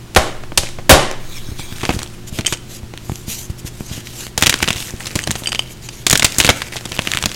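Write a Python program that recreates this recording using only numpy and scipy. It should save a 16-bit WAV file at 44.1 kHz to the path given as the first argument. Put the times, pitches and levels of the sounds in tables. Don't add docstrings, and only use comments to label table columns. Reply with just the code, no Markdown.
import sys
import numpy as np
from scipy import signal
from scipy.fft import rfft, irfft
from scipy.io import wavfile

SR = 44100
rng = np.random.default_rng(int(sys.argv[2]) if len(sys.argv) > 2 else 0)


def pcm_store(signal):
    levels = np.round(np.clip(np.atleast_2d(signal), -1, 1) * 32767)
    wavfile.write(sys.argv[1], SR, levels.astype(np.int16).T)


N = 324135
TIME = np.arange(N) / SR
TAP_HZ = np.fft.rfftfreq(4096, 1 / SR)

# pitch_hz, gain_db
AIR_COLOUR = [(20, -6), (45, -9), (90, -12), (135, -12), (180, -19), (340, -18), (480, -26), (900, -30),
              (3000, -33), (7000, -37), (15500, -47)]
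# pitch_hz, rms_level_db
FAN_HUM = [(119, -39.5), (173, -48.5), (217, -48), (356, -49)]
# pitch_hz, time_to_fall_60_db_s
ROOM_T60 = [(100, 0.6506), (600, 0.515), (2000, 0.5676), (5000, 0.46666), (9000, 0.42324), (15000, 0.2478)]

# start_s, level_db, decay_ms, pitch_hz, weight_db
CRACKS = [(0.149, -13, 2.022, 4875, -1), (0.4362, -22, 2.252, 1598, 7.5), (0.52, -18, 1.831, 1502, 19.5),
          (0.633, -20.5, 6.77, 2378, 7), (0.7864, -22.5, 6.486, 1717, 12.5), (1.1133, -7, 0.2876, 2305, -4),
          (1.5944, -19.5, 2.143, 2600, 15), (1.7255, -21.5, 1.404, 2201, -6),
          (1.8154, -16, 0.666, 1998, -6.5), (1.8324, -15, 8.835, 1997, 11), (1.8526, -9, 1.437, 2274, -14),
          (1.8921, -4, 2.162, 800, 6.5), (1.9039, -14.5, 7.17, 2276, 9), (1.991, -13.5, 1.295, 4862, -0.5),
          (2.0181, -17.5, 1.298, 2000, 4.5), (2.0312, -10.5, 0.7426, 4243, 1),
          (2.3874, -14.5, 5.013, 2760, 2), (2.4094, -16.5, 1.741, 3003, 1), (2.4486, -18.5, 2.904, 2200, 1),
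          (2.5246, -11, 5.593, 3879, -0.5), (2.9378, -17, 1.255, 1363, 7.5),
          (2.976, -16.5, 0.6773, 2404, -14), (3.096, -13.5, 0.8562, 1300, 20),
          (3.1574, -14, 0.2938, 3805, -11.5), (4.071, -23.5, 3.078, 2982, -21),
          (4.2673, -14.5, 0.558, 5131, -1), (4.3774, -5, 3.216, 5031, -1),
          (4.411, -11.5, 0.846, 5908, -2.5), (4.4239, 4, 2.3295, 3140, -5), (4.4356, -2, 2.19, 3440, -0.5),
          (4.461, -2.5, 2.152, 3602, -9.5), (4.4678, 7, 2.07, 3799, -3.5), (4.4949, 2.5, 2.897, 4401, -12),
          (4.5262, -6.5, 1.89, 2603, -5), (4.5407, 1.5, 0.9355, 2366, -7), (4.6036, -12, 0.816, 1400, -6),
          (4.627, -0.5, 0.953, 3928, 1), (4.6301, -3.5, 1.512, 2351, -4.5),
          (4.6417, -10, 1.807, 2398, -5.5), (4.677, -5, 1.141, 3400, 0.5), (4.6834, -3.5, 1.062, 2471, 2.5),
          (4.6873, -4.5, 1.446, 3906, -1.5), (4.705, -3.5, 1.662, 3152, 1),
          (4.7295, -7.5, 0.7915, 3458, -13.5), (5.068, -17, 6.424, 4026, -4.5),
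          (5.1544, -11.5, 5.874, 5065, 8.5), (5.16, -6, 0.561, 2697, -4.5), (5.191, -5, 0.7855, 2502, -5.5),
          (5.274, -8.5, 2.177, 3302, 6), (5.3078, -1, 0.4618, 2487, -12.5), (5.3128, -8, 2.017, 6140, 1.5),
          (5.354, -15.5, 3.573, 2746, 3), (5.4205, -19.5, 1.603, 3000, 25.5),
          (5.529, -6.5, 0.7, 1670, -11.5), (5.5477, -9, 1.879, 1886, -14), (6.0664, 2, 2.879, 3999, -4.5),
          (6.0985, -1, 1.834, 5690, -12), (6.1076, 4.5, 0.566, 2904, -2.5), (6.1115, 0, 3.02, 5457, -13.5),
          (6.1285, 1.5, 4.103, 4224, -0.5), (6.151, -8.5, 0.611, 3800, -1), (6.155, 3, 1.7315, 2494, -9.5),
          (6.175, -5, 2.462, 7063, -20), (6.196, -1, 1.924, 3989, -9.5), (6.2232, -3.5, 2.466, 2085, -7),
          (6.2289, -5, 1.895, 3997, -6), (6.245, 3.5, 4.913, 4066, -5.5), (6.3222, -12, 0.623, 4500, -10),
          (6.3841, -2.5, 4.226, 6770, -3), (6.4009, 4, 3.167, 2965, -9), (6.413, -0.5, 0.589, 3694, -3.5),
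          (6.4468, -0.5, 2.773, 2694, -0.5), (6.4562, -6, 1.113, 3403, -10.5),
          (6.4659, 1, 0.704, 4224, -15.5), (6.4758, -7.5, 3.278, 2700, 3.5), (6.4902, 7, 3.566, 2710, 1),
          (6.5014, 2, 1.739, 2394, 1), (6.6188, -8.5, 1.716, 1939, -11), (6.7586, -12.5, 0.4795, 2200, 19),
          (6.766, -16.5, 6.05, 2401, -12), (6.8556, -13.5, 1.422, 3515, 6),
          (6.9189, -13, 1.817, 2689, -3.5), (6.9911, -3.5, 1.7393, 1718, -1.5),
          (7.0732, 1, 0.3672, 2681, -4), (7.117, -1.5, 0.514, 3896, -10.5),
          (7.1364, -.5, 0.5785, 1801, -21), (7.148, -10, 1.246, 1800, -10.5),
          (7.1725, 4.5, 0.375, 2130, -8), (7.188, -10, 0.5076, 3300, -2),
          (7.2261, -5.5, 0.6765, 3905, -3.5), (7.239, -2, 0.51, 1998, 3.5), (7.258, -2, 1.809, 4360, 2.5),
          (7.3163, -12, 0.8296, 2299, -7)]
# pitch_hz, gain_db
CRACK_COLOUR = [(60, -21.5), (250, 1), (600, 0.5), (1200, -3), (2600, -3), (5000, -5.5), (7000, -0.5),
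                (10000, -4), (16000, -15)]
# start_s, level_db, decay_ms, treble_lift_db, room_level_db, air_push_peak_db
SNAPS = [(0.1621, 8, 7.877, 1.5, -12.5, -6.5), (0.5751, 5, 5.628, 19, -21, -15.5),
         (0.8943, 20.5, 16, 4, -2.5, 3)]
# pitch_hz, gain_db
SNAP_COLOUR = [(40, -10), (140, -3), (240, -4.5), (380, -3), (600, -4), (1000, -5), (1800, -8),
               (3200, -14.5), (7000, -18), (11000, -23.5), (16000, -44)]
# pitch_hz, width_hz, gain_db
BLOCK_MODES = [(364, 35, -1), (475, 30, -4), (543, 25, 2), (620, 32, 2), (750, 25, -2), (806, 25, -2),
               (1050, 80, -6), (3030, 160, -2), (3700, 250, -5)]
# time_s, level_db
DRAG_EFFORT = [(1.2, -49), (1.236, -45), (1.376, -33), (1.406, -41.5), (1.582, -40.5), (1.596, -31),
               (1.688, -39.5), (1.8, -37.5)]
# pitch_hz, width_hz, gain_db
DRAG_MODES = [(2344.5, 133.2, 3), (3382, 256, 0), (3841.5, 312.8, 3.5), (5513, 266, -4), (6423.3, 351.6, 0),
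              (8517, 107.6, -0.5)]
# start_s, push_peak_db, nominal_pitch_hz (thump() lowers it)
THUMPS = [(1.488, -19.5, 118.1), (1.517, -17.5, 100.1), (1.722, -20.5, 119.7), (1.907, -14.5, 89),
          (1.943, -14.5, 99.9), (1.965, -14, 117.7), (2.326, -18, 107.9), (2.391, -10, 204.5),
          (2.832, -20, 78), (3.096, -18.5, 109.1), (3.118, -15, 143.4), (3.281, -19, 110),
          (3.499, -14.5, 98.41), (3.647, -18.5, 88), (3.807, -14.5, 191), (3.914, -19.5, 90.03),
          (3.978, -18.5, 150), (4.759, -18.5, 104.8), (4.938, -13.5, 151), (5.158, -10.5, 158.3),
          (5.295, -14, 121.3), (6.135, -10, 191.3), (6.916, -12, 165), (7.149, -16.5, 192.4)]
# time_s, level_db
SQUEEZES = [
    [(1.76, -33), (1.866, -30), (1.942, -35), (2.066, -39), (2.14, -45.5)],
    [(4.38, -24), (4.44, -32), (4.552, -37), (4.604, -28), (4.83, -31.5), (4.98, -35)],
    [(5.0, -28), (5.08, -32), (5.386, -34), (5.45, -33), (5.61, -35.5), (5.72, -46.5)],
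    [(6.07, -44.5), (6.118, -46.5), (6.238, -35), (6.298, -26), (6.456, -23.5), (6.564, -29.5),
     (6.7, -36.5)],
    [(6.72, -29), (6.816, -35), (7.084, -28.5), (7.35, -33.5)],
]
# pitch_hz, gain_db
GRIT_COLOUR = [(150, -9.5), (500, 1), (1200, -6.5), (2700, -2.5), (4000, -6.5), (6500, -5.5), (10000, -8.5),
               (16000, -17)]
# pitch_hz, gain_db
POWDER_COLOUR = [(200, 2.5), (1200, -7.5), (3000, 2.5), (5200, 1), (6700, 5.5), (9000, -2), (13000, -1),
                 (16000, -20)]
# middle_s, half_length_s, level_db (before the rub trim), coarseness_db
RUBS = [(2.284, 0.0114, -35, 1.5), (2.361, 0.02907, -34, 7), (2.506, 0.022, -33.5, 2),
        (2.736, 0.04084, -37, 2.5), (3.14, 0.0907, -42, -3.5), (3.311, 0.02775, -27.5, -2.5),
        (3.388, 0.05669, -32.5, -4), (3.506, 0.00763, -40, -1.5), (3.595, 0.01105, -36, -5),
        (3.672, 0.01367, -31.5, 0.5), (3.824, 0.07544, -42, -2.5), (3.957, 0.04706, -33.5, 6.5),
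        (4.085, 0.03673, -39.5, 1), (4.209, 0.05847, -33.5, 1.5), (4.825, 0.05387, -31.5, 0.5),
        (5.392, 0.01796, -37, -22), (5.716, 0.01914, -40, -4), (5.85, 0.02131, -36, 4),
        (5.97, 0.05988, -40, 5.5), (7.092, 0.052, -34.5, 11)]
# start_s, level_db, rattle_decay_ms, brightness_db_per_octave
CLINKS = [(2.4611, -14.5, 4.423, 0), (2.4663, -6.5, 2.689, 7.5), (2.476, -15.5, 5.61, 0),
          (2.536, -18.5, 5.04, 3.5), (2.572, -30, 2.03, 2.5), (3.67, -29.5, 11.51, 3),
          (5.2194, -28, 3.356, 6.5), (5.2386, -16.5, 1.295, 3.5), (5.3592, -21.5, 2.916, 4.5),
          (5.4421, -30.5, 6.23, 14.5), (5.459, -18.5, 1.326, -11), (5.472, -6, 0.811, -0.5),
          (5.4915, -22, 3.576, 7.5), (5.5196, -13.5, 3, -2.5), (5.557, -17, 1.506, -6),
          (5.5926, -7, 1.714, -5), (5.888, -21, 4.24, -0.5)]
SHARD_HZ = [2480, 3080, 3300, 4750, 6540, 8280]
# level_db, time_to_fall_60_db_s
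SHARD_RING = [(-21, 0.01737), (2.5, 0.02157), (-16.5, 0.0128), (-6.5, 0.04098), (-12.5, 0.0349),
              (-8.5, 0.03605)]
# pitch_hz, gain_db
RATTLE_COLOUR = [(300, -4), (1300, -3.5), (2800, 7), (4000, -9), (6000, 3.5), (8400, -5), (10000, -8),
                 (16000, -38)]

CRACK_RING_DB, CRACK_RING_OCTAVES = 5.5, 0.9603
EDGE_DB, EDGE_DB_PER_OCTAVE, MIDDLE_PIECE_HZ = -10, 10, 3176
SPRAY_DB, SPRAY_STRETCH = -12.5, 2.9616
BUMP_DB, BUMP_NOMINAL_HZ = -12.5, 126.97
BUMP_PER_WEIGHT, FULL_WEIGHT_DB, BUMP_DB_PER_TENFOLD_DECAY = 0.6935, 9.5, 11.5

BLOCK_RING_DB, BLOCK_T60_S = -7.5, 0.3255
FLYING_DUST_DB = -27
SWAY_HZ = 11.5

CHIP_LAG_S, CHIP_DROP_DB = .024, -17.5
FALLING_CHIPS, FALL_S, FALL_DB = 3, (.03, .12), -21
CHIPS_PER_S, CHIP_OVER_GRIT_DB = 22, 13.5
CHIP_HZ, CHIP_SPREAD_OCTAVES = 2825, 0.6096
CHIP_DECAY_MS, CHIP_SPREAD_DB = 0.7852, 3
CHIP_RING_DB, CHIP_RING_OCTAVES = 9.5, 0.5408

DRAG_TRIM_DB, DRAG_RELEASE_DB_PER_S = 1.5, 62
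GRIP_DB_PER_S, LET_GO_DB_PER_S = 6000, 180
GRIT_DB, SQUEEZED_POWDER_DB = -2, -13
SHARD_DETUNE = .011
EDGE_HZ = 16100


def amp(db):
    return 10 ** (np.asarray(db) / 20)


def unit(x):
    return x / np.sqrt(np.mean(x ** 2) + 1e-20)


def read(points, hz):
    f, value = np.transpose(points)
    return np.interp(np.log(hz + 1), np.log(f + 1), value)


def add(mix, start_s, sound):
    part = mix[max(round(start_s * SR), 0):][:len(sound)]
    part += sound[:len(part)]


def colour(x, gain_db):
    log_gain = np.log(amp(np.r_[gain_db, gain_db[-2:0:-1]]))
    spectrum = np.exp(np.conj(signal.hilbert(log_gain)))
    taps = np.fft.ifft(spectrum).real[:len(gain_db)]
    return signal.fftconvolve(x, taps / np.linalg.norm(taps))[:len(x)]


def shelf(corner_hz):
    return 1 / (1 + (corner_hz / (TAP_HZ + 1)) ** 4)


def resonances(modes):
    return sum(amp(db) / (1 + (2 * (TAP_HZ - hz) / width_hz) ** 2) for hz, width_hz, db in modes)


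def drift(cutoff_hz):
    spectrum = rfft(rng.standard_normal(N))
    hz = np.fft.rfftfreq(N, 1 / SR)
    return unit(irfft(spectrum * np.exp(-(hz / cutoff_hz) ** 2), N))


def grains(per_s, spread_db):
    sizes = amp(spread_db * np.minimum(rng.exponential(1, N), 4.5))
    signs = rng.choice([-1, 1], N)
    return unit(sizes * signs * (rng.random(N) < per_s / SR))


def mottle(x, patchy_db):
    z = signal.stft(x, SR, nperseg=512)[2]
    patch_shape = np.outer(np.hanning(12), np.hanning(14))
    patches = signal.fftconvolve(rng.standard_normal(z.shape), patch_shape, "same")
    return unit(signal.istft(z * amp(patchy_db * unit(patches)), SR, nperseg=512)[1][:N])


def avalanche(decay_ms, gain_db, spread):
    t = np.arange(int(SR * (decay_ms / 125 + .01))) / SR
    fade = np.exp(-t * 1000 / decay_ms)
    held_chance = np.repeat(rng.standard_normal(len(t)), 16)[:len(t)]
    ruptures = rng.standard_normal(len(t)) * np.exp(spread * held_chance) * fade
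    burst = colour(ruptures, gain_db)
    return burst * np.linalg.norm(fade) / np.linalg.norm(burst)


def push(hz, damping):
    turns = np.arange(int(4 * SR / hz)) * hz / SR
    front = 1 - np.exp(-turns / 0.10903)
    swing = np.cos(2 * np.pi * turns) * np.exp(-damping * turns) * front
    return swing / abs(swing).max()


def die_away(x):
    hz, t, z = signal.stft(x, SR, nperseg=256)
    decay_db = -60 * t / read(ROOM_T60, hz)[:, None]
    return signal.istft(z * amp(decay_db), SR, nperseg=256)[1]


def room(x):
    signs = rng.choice([-1., 1.], SR)
    reflections = signs * (rng.random(SR) < .15) * (TIME[:SR] > .004)
    tail = die_away(reflections)
    return signal.fftconvolve(x, tail / np.linalg.norm(tail))[:N]


def fracture(db, decay_ms, hz, weight_db, peak_db, peak_octaves):
    ring_db = peak_db * np.exp(-(np.log2((TAP_HZ + 1) / hz) / peak_octaves) ** 2)
    low_db = weight_db * (1 - shelf(1079))
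    edge_db = EDGE_DB + EDGE_DB_PER_OCTAVE * np.log2(hz / MIDDLE_PIECE_HZ)
    tone_db = read(CRACK_COLOUR, TAP_HZ) + ring_db + low_db + edge_db * shelf(6695.7)
    sound = amp(SPRAY_DB) * avalanche(SPRAY_STRETCH * decay_ms, tone_db, spread=0.9285)
    add(sound, 0, avalanche(decay_ms, tone_db, spread=0.1841))
    return amp(db) * sound


def thump(db, nominal_hz):
    sound = np.zeros(SR // 4)
    add(sound, 0, push(nominal_hz * 0.75005, damping=2.841))
    scuff_db = -28 * shelf(418.84) - 14 * shelf(3485)
    add(sound, 0, amp(-5) * avalanche(6.394, scuff_db, spread=1.0))
    return amp(db) * sound


def pressure():
    level_db = np.full(N, -100.)
    for rows in SQUEEZES:
        s, db = np.transpose(rows)
        grip_db = GRIP_DB_PER_S * np.maximum(s[0] - TIME, 0)
        let_go_db = LET_GO_DB_PER_S * np.maximum(TIME - s[-1], 0)
        level_db = np.maximum(level_db, np.interp(TIME, s, db) - grip_db - let_go_db)
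    return amp(level_db)


def background():
    air = unit(colour(rng.standard_normal(N), read(AIR_COLOUR, TAP_HZ)))
    hum = np.zeros(N)
    for hz, db in FAN_HUM:
        phase = 2 * np.pi * hz * TIME + 1.0985 * drift(4.099)
        hum += amp(db) * np.sqrt(2) * np.sin(phase)
    return amp(-36.0) * air + hum


def cracks():
    out = np.zeros(N)
    for s, db, decay_ms, hz, weight_db in CRACKS:
        add(out, s, fracture(db, decay_ms, hz, weight_db, CRACK_RING_DB, CRACK_RING_OCTAVES))
        weight_bump_db = BUMP_PER_WEIGHT * min(weight_db, FULL_WEIGHT_DB)
        length_bump_db = BUMP_DB_PER_TENFOLD_DECAY * np.log10(decay_ms / 2)
        add(out, s, thump(db + BUMP_DB + weight_bump_db + length_bump_db, BUMP_NOMINAL_HZ))
    return out


def chips():
    out, pressure_db = np.zeros(N), 20 * np.log10(pressure())
    after = [(s + CHIP_LAG_S * rng.uniform(.2, 1), db + CHIP_DROP_DB) for s, db, *_ in CRACKS]
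    fallen = [(s + rng.uniform(*FALL_S), FALL_DB) for s, *_ in SNAPS for _ in range(FALLING_CHIPS)]
    moments = np.flatnonzero(rng.random(N) < CHIPS_PER_S / SR)
    pressed = [(TIME[i], pressure_db[i] + CHIP_OVER_GRIT_DB) for i in moments]
    for s, db in after + fallen + pressed:
        strength, length, size = rng.uniform(-1, 1, 3)
        level_db = db + CHIP_SPREAD_DB * strength
        decay_ms = CHIP_DECAY_MS * 2 ** length
        hz = CHIP_HZ * 2 ** (CHIP_SPREAD_OCTAVES * size)
        add(out, s, fracture(level_db, decay_ms, hz, 1.406, CHIP_RING_DB, CHIP_RING_OCTAVES))
    return out


def snaps():
    out, t = np.zeros(N), TIME[:2 * SR]
    body_db = read(SNAP_COLOUR, TAP_HZ) + 20 * np.log10(1 + resonances(BLOCK_MODES))
    powder_db = read(POWDER_COLOUR, TAP_HZ)
    for s, db, decay_ms, lift_db, room_db, push_db in SNAPS:
        tone_db = body_db + lift_db * shelf(2556.3)
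        add(out, s, amp(db) * avalanche(decay_ms, tone_db, spread=0.6113))

        debris = grains(per_s=12000, spread_db=2.6)[:SR]
        add(out, s, amp(room_db) * die_away(colour(debris, tone_db)))
        dust = grains(per_s=5100, spread_db=2)[:SR]
        add(out, s, amp(FLYING_DUST_DB) * die_away(colour(dust, powder_db)))

        ring = np.zeros(len(t))
        for hz, _, mode_db in BLOCK_MODES:
            if hz < 900:
                ring += amp(mode_db) * np.sin(2 * np.pi * (hz * t + rng.random()))
        ring_db = room_db + BLOCK_RING_DB - lift_db / 2
        add(out, s, amp(ring_db) * ring * np.exp(-np.log(1000) * t / BLOCK_T60_S))

        add(out, s + 1.85 * decay_ms / 1000, -amp(push_db) * push(61.17, damping=1.7325))
        sway = np.sin(2 * np.pi * SWAY_HZ * t) * np.exp(-t / 0.6045)
        add(out, s, amp(db / 2 - 25) * sway)
    return out


def dragging():
    modes = resonances(DRAG_MODES)
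    tone_db = 20 * np.log10(amp(-7) + modes / modes.max()) - 7 * shelf(10000)
    scrape = mottle(colour(grains(per_s=9000, spread_db=2.6), tone_db), patchy_db=3.2)
    effort_db = np.interp(TIME, *np.transpose(DRAG_EFFORT), left=-100)
    release_db = DRAG_RELEASE_DB_PER_S * np.maximum(TIME - DRAG_EFFORT[-1][0], 0)
    return amp(DRAG_TRIM_DB + effort_db - release_db + 1.121 * drift(30.34)) * scrape


def thumps():
    out = np.zeros(N)
    for s, db, nominal_hz in THUMPS:
        add(out, s, thump(db, nominal_hz))
    return out


def grinding():
    base_db = read(GRIT_COLOUR, TAP_HZ)
    crumbs = np.zeros(N)
    for hz in np.geomspace(1300, 8000, 8):
        pitch_db = 13 * np.exp(-(np.log2((TAP_HZ + 1) / hz) / .35) ** 2)
        crumbs += colour(grains(per_s=90, spread_db=4.5), base_db + pitch_db)
    dust = mottle(colour(grains(per_s=7000, spread_db=3), base_db), patchy_db=3)
    powder = colour(grains(per_s=12000, spread_db=3.2), read(POWDER_COLOUR, TAP_HZ))
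    clumping_db = 3.6766 * drift(39.33) - 2.5
    grit = amp(GRIT_DB + clumping_db) * (unit(crumbs) + dust / np.sqrt(2))
    return pressure() * (grit + amp(SQUEEZED_POWDER_DB) * powder)


def rubbing():
    out = np.zeros(N)
    powder = mottle(grains(per_s=12000, spread_db=3.2), patchy_db=2.6) * amp(1.4 * drift(70))
    for middle_s, half_s, db, coarse_db in RUBS:
        near = abs(TIME - middle_s) < 2 * half_s
        stroke = np.exp(-abs((TIME[near] - middle_s) / half_s) ** 3 / 2)
        tone_db = read(POWDER_COLOUR, TAP_HZ) + coarse_db * (1 - shelf(4196))
        add(out, middle_s - 2 * half_s, amp(db + 1.5) * stroke * colour(powder[near], tone_db))
    return out


def clinks():
    out, t = np.zeros(N), TIME[:SR // 10]
    for s, db, rattle_ms, tilt_db in CLINKS:
        ring = np.zeros(len(t))
        for hz, (mode_db, t60_s) in 2 * list(zip(SHARD_HZ, SHARD_RING)):
            strike_db = mode_db + tilt_db * np.log2(hz / 4000) + 2 * rng.standard_normal()
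            own_hz = hz * (1 + SHARD_DETUNE * rng.standard_normal())
            ring += amp(strike_db - 60 * t / t60_s) * np.sin(2 * np.pi * (own_hz * t + rng.random()))
        add(out, s, amp(db - 4.0) * ring)
        tone_db = read(RATTLE_COLOUR, TAP_HZ) + tilt_db * np.log2(np.clip(TAP_HZ, 2000, 9000))
        add(out, s, amp(db) * avalanche(rattle_ms, tone_db - tone_db.max(), spread=0.3966))
    return out


def scene():
    hands = cracks() + chips() + dragging() + thumps() + grinding() + rubbing() + clinks()
    return (background() + snaps() + hands + amp(-19.5) * room(hands))[None]


def record(dry):
    clipped = np.clip(dry, -1, 1)
    band_limit = signal.firwin(511, EDGE_HZ, window=("kaiser", 7), fs=SR)
    return signal.oaconvolve(clipped, band_limit[None], "same")


dry = scene()
out = record(dry)
pcm_store(out)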